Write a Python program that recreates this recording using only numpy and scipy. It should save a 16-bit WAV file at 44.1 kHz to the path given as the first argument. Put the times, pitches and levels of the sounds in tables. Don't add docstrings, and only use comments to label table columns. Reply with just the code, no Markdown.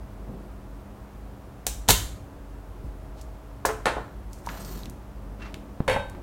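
import sys
import numpy as np
from scipy import signal
from scipy.fft import rfft, irfft
from scipy.io import wavfile
from scipy.ndimage import uniform_filter1d, map_coordinates

SR = 44100
rng = np.random.default_rng(int(sys.argv[2]) if len(sys.argv) > 2 else 0)


def unload_audio(sound):
    columns = np.transpose(np.atleast_2d(sound))
    steps = np.round(np.clip(columns, -1, 1) * 32767)
    wavfile.write(sys.argv[1], SR, steps.astype(np.int16))


N = 274346
TIME = np.arange(N) / SR
AGE = TIME[:SR]

# (frequency [Hz], level [dB], t60 [s])
PUMP_MODES = [(314.8, -22, 0.38), (365, -15.5, .3), (418, -14.5, 0.19), (464, -12, 0.067),
              (800, -21.5, 0.16), (3617, -20.5, 0.082), (3726, -18, 0.11), (4260, -14.5, 0.0823),
              (6478, -18, .14), (7300, -21.5, .12), (7000, -18.5, .16), (7200, -20.5, .2)]
# (time [s], level [dB], contact corner [Hz], rattle t60 [s], loss per bounce [dB])
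BENCH_BLOWS = [(3.6516, -16.5, 2420, 0.052, 11), (3.689, -22, 2120, 0.046, 9),
               (3.8564, -15.5, 14000, 0.051, 18), (3.868, -16, 3620, 0.048, 5.5),
               (3.9654, -25.5, 1020, 0.074, 7)]
SLIDE_START_S, SLIDE_LENGTH_S = 4.445, 0.42


def amp(db):
    return 10 ** (np.asarray(db) / 20)


def unit(x):
    return x / np.sqrt(np.sum(x ** 2))


def fade(t60_s):
    return np.exp(-np.log(1000) * AGE / t60_s)


def at(points, hz):
    point_hz, value = np.transpose(points)
    return np.interp(np.log(np.maximum(hz, 1)), np.log(point_hz), value)


def contact(hz, corner_hz):
    return 1 / np.sqrt(1 + (hz / corner_hz) ** 4)


def colour(x, points, corner_hz=np.inf, size=4096):
    hz = np.arange(size // 2 + 1) * SR / size
    gain = amp(at(points, hz)) * contact(hz, corner_hz)
    cepstrum = irfft(np.log(gain))
    cepstrum[1:size // 2] *= 2
    cepstrum[size // 2 + 1:] = 0
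    response = unit(irfft(np.exp(rfft(cepstrum))))
    return signal.fftconvolve(x, response)[:len(x)]


def hump(hz, skirt_db):
    below = [(hz / 16, 2 * skirt_db), (hz / 4, skirt_db), (hz / np.sqrt(2), -1)]
    above = [(hz * 4, skirt_db), (hz * 16, 3 * skirt_db)]
    return below + [(hz, 0)] + above


def burst(t60_s):
    spectrum = rfft(rng.standard_normal(SR) * fade(t60_s))
    even = irfft(spectrum / np.abs(spectrum), SR) * (AGE < t60_s)
    return unit(even) * np.linalg.norm(fade(t60_s))


def tone(hz, t60_s):
    return np.sin(2 * np.pi * hz * AGE) * fade(t60_s)


def add(out, start_s, x):
    i = int(start_s * SR)
    out[i:i + len(x)] += x[:N - i]


def walk(rate_hz):
    step = int(SR / rate_hz)
    held = np.repeat(rng.standard_normal(N // step + 1), step)
    return uniform_filter1d(held, step)[:N] * np.sqrt(3 / 2)


def line(hz, db, drift_rad=0.56):
    phase = 2 * np.pi * hz * TIME + drift_rad * walk(5)
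    return np.sqrt(2) * amp(db) * np.sin(phase)


def struck(blows, spectrum, modes, ring_db):
    out = np.zeros(N)
    mode_hz, mode_db, _ = np.transpose(modes)
    shapes = np.array([(-1) ** k * unit(tone(hz, t60_s)) for k, (hz, _, t60_s) in enumerate(modes)])
    for start_s, db, corner_hz, t60_s in blows:
        mode_gain = amp(mode_db) * contact(mode_hz, corner_hz)
        ring = np.linalg.norm(fade(t60_s)) * mode_gain @ shapes
        rattle = colour(burst(t60_s), spectrum, corner_hz)
        add(out, start_s, amp(db) * (rattle + amp(ring_db) * ring))
    return out


def bouncing(blows, gap_s, count, shrink=.92, scatter=0.1201):
    k = np.arange(count)
    contacts = []
    for start_s, db, corner_hz, t60_s, loss_db in blows:
        gaps_s = gap_s * shrink ** k * (1 + scatter * rng.uniform(-0.992, 1, count))
        delays_s = np.cumsum(gaps_s) - gaps_s
        contacts += [(start_s + delays_s[j], db - loss_db * j, corner_hz, t60_s) for j in k]
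    return contacts


def tick(db, hz, t60_s):
    return amp(db) * colour(burst(t60_s), hump(hz, skirt_db=-19))


def pump_snap():
    # (time [s], level [dB], contact corner [Hz], rattle t60 [s])
    blows = [(1.8805, -30, 7000, 0.068), (1.887, -10, 14500, .065), (1.901, -10.5, 15000, 0.041),
             (1.906, -5.5, 18000, 0.018)]
    # (frequency [Hz], level [dB])
    spectrum = [(60, 6.5), (150, 5), (350, 4), (800, 1.5), (1400, 0.5), (2400, -2.5), (3900, 4),
                (5000, -2.5), (6800, 3), (9000, -1.5), (13000, -1), (16000, -5)]
    return struck(blows, spectrum, PUMP_MODES, ring_db=-14.5)


def trigger_click():
    # (time [s], level [dB], contact corner [Hz], rattle t60 [s])
    blows = [(1.6655, -28.5, 15070, 0.034), (1.6672, -12.5, 18170, 0.01), (1.6722, -29, 15000, 0.012)]
    # (frequency [Hz], level [dB])
    spectrum = [(100, 4.5), (400, -3), (820, 2.5), (1500, -7), (2600, -5), (3700, -1), (5000, -1),
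                (6900, 4), (10000, -1.5), (16000, -4)]
    return struck(blows, spectrum, PUMP_MODES, ring_db=-15)


def bench_knocks():
    # (frequency [Hz], level [dB])
    spectrum = [(80, -5), (250, -6.5), (450, 4), (900, 0.5), (1400, 0.5), (1900, -6.5), (2800, -12),
                (3900, -11), (5300, -19), (9000, -18), (16000, -37)]
    # (frequency [Hz], level [dB], t60 [s])
    modes = [(436, -17, 0.5), (568, -14, .25), (674, -11, 0.16), (730, -13, 0.085), (839, -13.5, 0.18),
             (1076, -23.5, 0.19), (1276, -18.5, 0.25), (1800, -12, 0.066), (2100, -17, 0.18)]
    contacts = bouncing(BENCH_BLOWS, gap_s=.015, count=4)
    return struck(contacts, spectrum, modes, ring_db=-8)


def metal_clatter():
    # (time [s], level [dB], contact corner [Hz], rattle t60 [s], loss per bounce [dB])
    blows = [(5.8787, -17, 9000, 0.092, 3.5), (5.9622, -14.5, 950, 0.038, 16)]
    # (frequency [Hz], level [dB])
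    spectrum = [(100, 1.5), (350, -11.5), (540, 9), (700, -6), (900, 5), (1250, -9), (2200, -4.5),
                (3500, -15), (4500, -25.5), (5500, -26), (9000, -21.5), (16000, -30)]
    # (frequency [Hz], level [dB], t60 [s])
    modes = [(473, -12, .2), (522, -6, .25), (572, -4, .25), (798, -11, .2), (871, -4, .3), (930, -9, .22),
             (1545, -8, .22), (2213, -19, .3), (2417, -19, .3), (2584, -17, .22), (2682, -16, .3),
             (3246, -19, .2), (3655, -16, .3), (3741, -21, .3), (4404, -16, .09), (4450, -18, .08),
             (5335, -27, .22), (7687, -30, .2), (9141, -30, .25)]
    contacts = bouncing(blows, gap_s=.017, count=5)
    return struck(contacts, spectrum, modes, ring_db=-5.5)


def thuds():
    # (time [s], frequency [Hz], level before decay [dB], t60 [s])
    notes = [(1.8912, 810, -0.5, 0.011), (1.892, 99, -12, 0.093), (3.6508, 1000, -3.5, 0.0069),
             (3.694, 435.4, -27, 0.36), (4.472, 944, -19.5, 0.029), (4.834, 3990, -30.5, 0.0076),
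             (5.418, 2710, -42.5, 0.19), (5.8035, 142, 0.5, 0.012)]
    out = np.zeros(N)
    for start_s, hz, db, t60_s in notes:
        push = np.sin(np.pi * np.minimum(hz * AGE, .5))
        add(out, start_s, amp(db) * push * tone(hz, t60_s))
    return out


def ticks():
    # (time [s], level [dB], centre [Hz], t60 [s])
    contacts = [(3.2128, -43.5, 7000, 0.034), (4.3312, -40, 7300, 0.019), (4.4627, -37, 6500, .018),
                (4.489, -29, 1600, 0.031), (4.6476, -40, 6100, 0.037), (4.8566, -34, 3700, 0.0084),
                (4.8981, -33.5, 9300, 0.0048), (5.4193, -41.5, 1660, 0.084), (5.5427, -30, 2900, 0.0094),
                (5.8041, -19, 613, 0.0036), (6.098, -43.5, 8540, 0.016), (6.148, -41.5, 960, .028)]
    out = np.zeros(N)
    for start_s, db, hz, t60_s in contacts:
        add(out, start_s, tick(db, hz, t60_s))
    jangle_delay_s = .0025
    add(out, BENCH_BLOWS[0][0] + jangle_delay_s, tick(db=-23, hz=7730, t60_s=0.07))
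    return out


def wire_slide(level_db=-48, growth=0.52, grain_db=3.5, mirror=0.17):
    # (frequency [Hz], level [dB])
    spectrum = [(300, 2), (1000, 14.5), (2000, 5), (3000, 2.5), (4400, 5.5), (7000, 4.5), (10000, -2.5),
                (13500, 5), (16000, -5)]
    # (frequency at full speed [Hz], level over the hiss [dB])
    squeals = [(4400, -16), (8400, -13), (12400, -18), (15000, -8), (17500, -12)]
    full_speed_lag_ms, slow_pitch = .64, .65
    progress = np.clip((TIME - SLIDE_START_S) / SLIDE_LENGTH_S, 0, 1)
    speed = 4 * progress * (1 - progress)
    pitch = slow_pitch + (1 - slow_pitch) * speed
    grain = amp(grain_db * np.tanh(walk(250)))
    hiss = colour(rng.standard_normal(N) * grain, spectrum)
    lag_s = full_speed_lag_ms / pitch / 1000
    comb = hiss + mirror * map_coordinates(hiss, [(TIME - lag_s) * SR])
    travel_s = np.cumsum(pitch) / SR
    squeal = sum(amp(db) * walk(40) * np.sin(2 * np.pi * hz * travel_s) for hz, db in squeals)
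    return (comb / np.std(comb) + squeal) * amp(level_db) * speed ** growth


def wire_snags(count, from_share=.65):
    level_db, spread_db = -42, 3
    out = np.zeros(N)
    for place, size in rng.random((count, 2)):
        share = from_share + (1 - from_share) * place
        db = level_db + spread_db * (2 * size - 1)
        add(out, SLIDE_START_S + SLIDE_LENGTH_S * share, tick(db, hz=5500, t60_s=0.0066))
    return out


def shuffles(grain_db=4):
    # (mid time [s], length [s], level [dB], centre [Hz])
    rubs = [(0.32, 0.41, -44, 220), (2.86, 0.074, -33, 59), (3.194, 0.074, -57, 4180),
            (4.39, 0.23, -62, 7400), (4.54, 0.23, -45.5, 840), (4.723, 0.73, -43, 200),
            (5.458, 0.62, -47.5, 272), (5.461, 0.16, -48.5, 1450), (6.178, 0.1, -38.5, 257)]
    out = np.zeros(N)
    for middle_s, length_s, db, hz in rubs:
        swell = np.cos(np.pi * np.clip((TIME - middle_s) / length_s, -.5, .5))
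        grip = amp(grain_db * np.tanh(walk(60)))
        out += amp(db) * colour(rng.standard_normal(N) * swell * grip, hump(hz, skirt_db=-19.5))
    return out


def bench_sway(rumble_db=-42):
    # (time [s], level [dB])
    pushes = [(1.665, -33.5), (1.897, -29)]
    # (frequency [Hz], level [dB], t60 [s])
    modes = [(48.2, 3.5, 1), (58.33, 0.5, 1), (98.6, -7, 0.39)]
    ring = sum((-1) ** k * amp(db) * tone(hz, t60_s) for k, (hz, db, t60_s) in enumerate(modes))
    out = amp(rumble_db) * signal.fftconvolve(rng.standard_normal(N + SR - 1), unit(ring), "valid")
    for start_s, db in pushes:
        add(out, start_s, amp(db) * ring)
    return out


def background():
    # (frequency [Hz], relative density [dB per Hz])
    spectrum = [(20, -33.5), (33, -6.5), (50, 6.5), (72, 3.5), (105, 0.5), (160, -6), (300, -8),
                (600, -10.5), (1100, -15), (2000, -26), (4000, -34.5), (8000, -38), (16000, -39)]
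    # (frequency [Hz], rms level [dB], waver [dB])
    lines = [(104, -62, 1.5), (124, -56, 1.5), (284.2, -57, 2.2), (361, -65.5, 1.8), (636, -63, 1.6),
             (14605, -89, 2.3)]
    air = amp(-45) * colour(rng.standard_normal(N), spectrum)
    hum = sum(line(hz, db + waver_db * walk(3.2)) for hz, db, waver_db in lines)
    peak_s, period_s, drone_db, swell_db = .75, 4.7, -56.5, 5.5
    swell = np.cos(2 * np.pi * (TIME - peak_s) / period_s)
    return air + hum + line(201, drone_db + swell_db * swell)


def room(x, early_db=-7, early_t60_s=0.075, late_db=-5, gap_s=0.002):
    # (band centre [Hz], t60 [s])
    decays = [(100, 1), (400, 0.33), (1500, .45), (4000, 0.42), (8000, 0.42), (16000, 0.33)]
    hz = np.arange(SR // 2 + 1)
    noise = rfft(rng.standard_normal(SR))
    tail = 0
    for k, (_, t60_s) in enumerate(decays):
        band = at([(centre_hz, j == k) for j, (centre_hz, _) in enumerate(decays)], hz)
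        tail = tail + irfft(noise * band, SR) * fade(t60_s)
    arrived = AGE > gap_s
    early = amp(early_db) * unit(burst(early_t60_s) * arrived)
    late = amp(late_db) * unit(tail * arrived)
    return signal.fftconvolve(x, early + late)[:N]


def scene():
    pump = pump_snap() + trigger_click()
    knocks = bench_knocks()
    metal = metal_clatter()
    low = thuds()
    small = ticks() + wire_slide() + wire_snags(count=3)
    room_send = pump + amp(0.5) * knocks + amp(0.5) * metal + amp(-4.0) * small + amp(-15.5) * low
    direct = pump + knocks + metal + small + low
    return (direct + room(room_send) + bench_sway() + shuffles() + background())[None]


def record(dry):
    rounded = 1.512 * np.tanh(dry / 1.504)
    low_pass = signal.ellip(10, .2, 80, 16000, fs=SR, output="sos")
    return signal.sosfilt(low_pass, rounded)


dry = scene()
out = record(dry)
unload_audio(out)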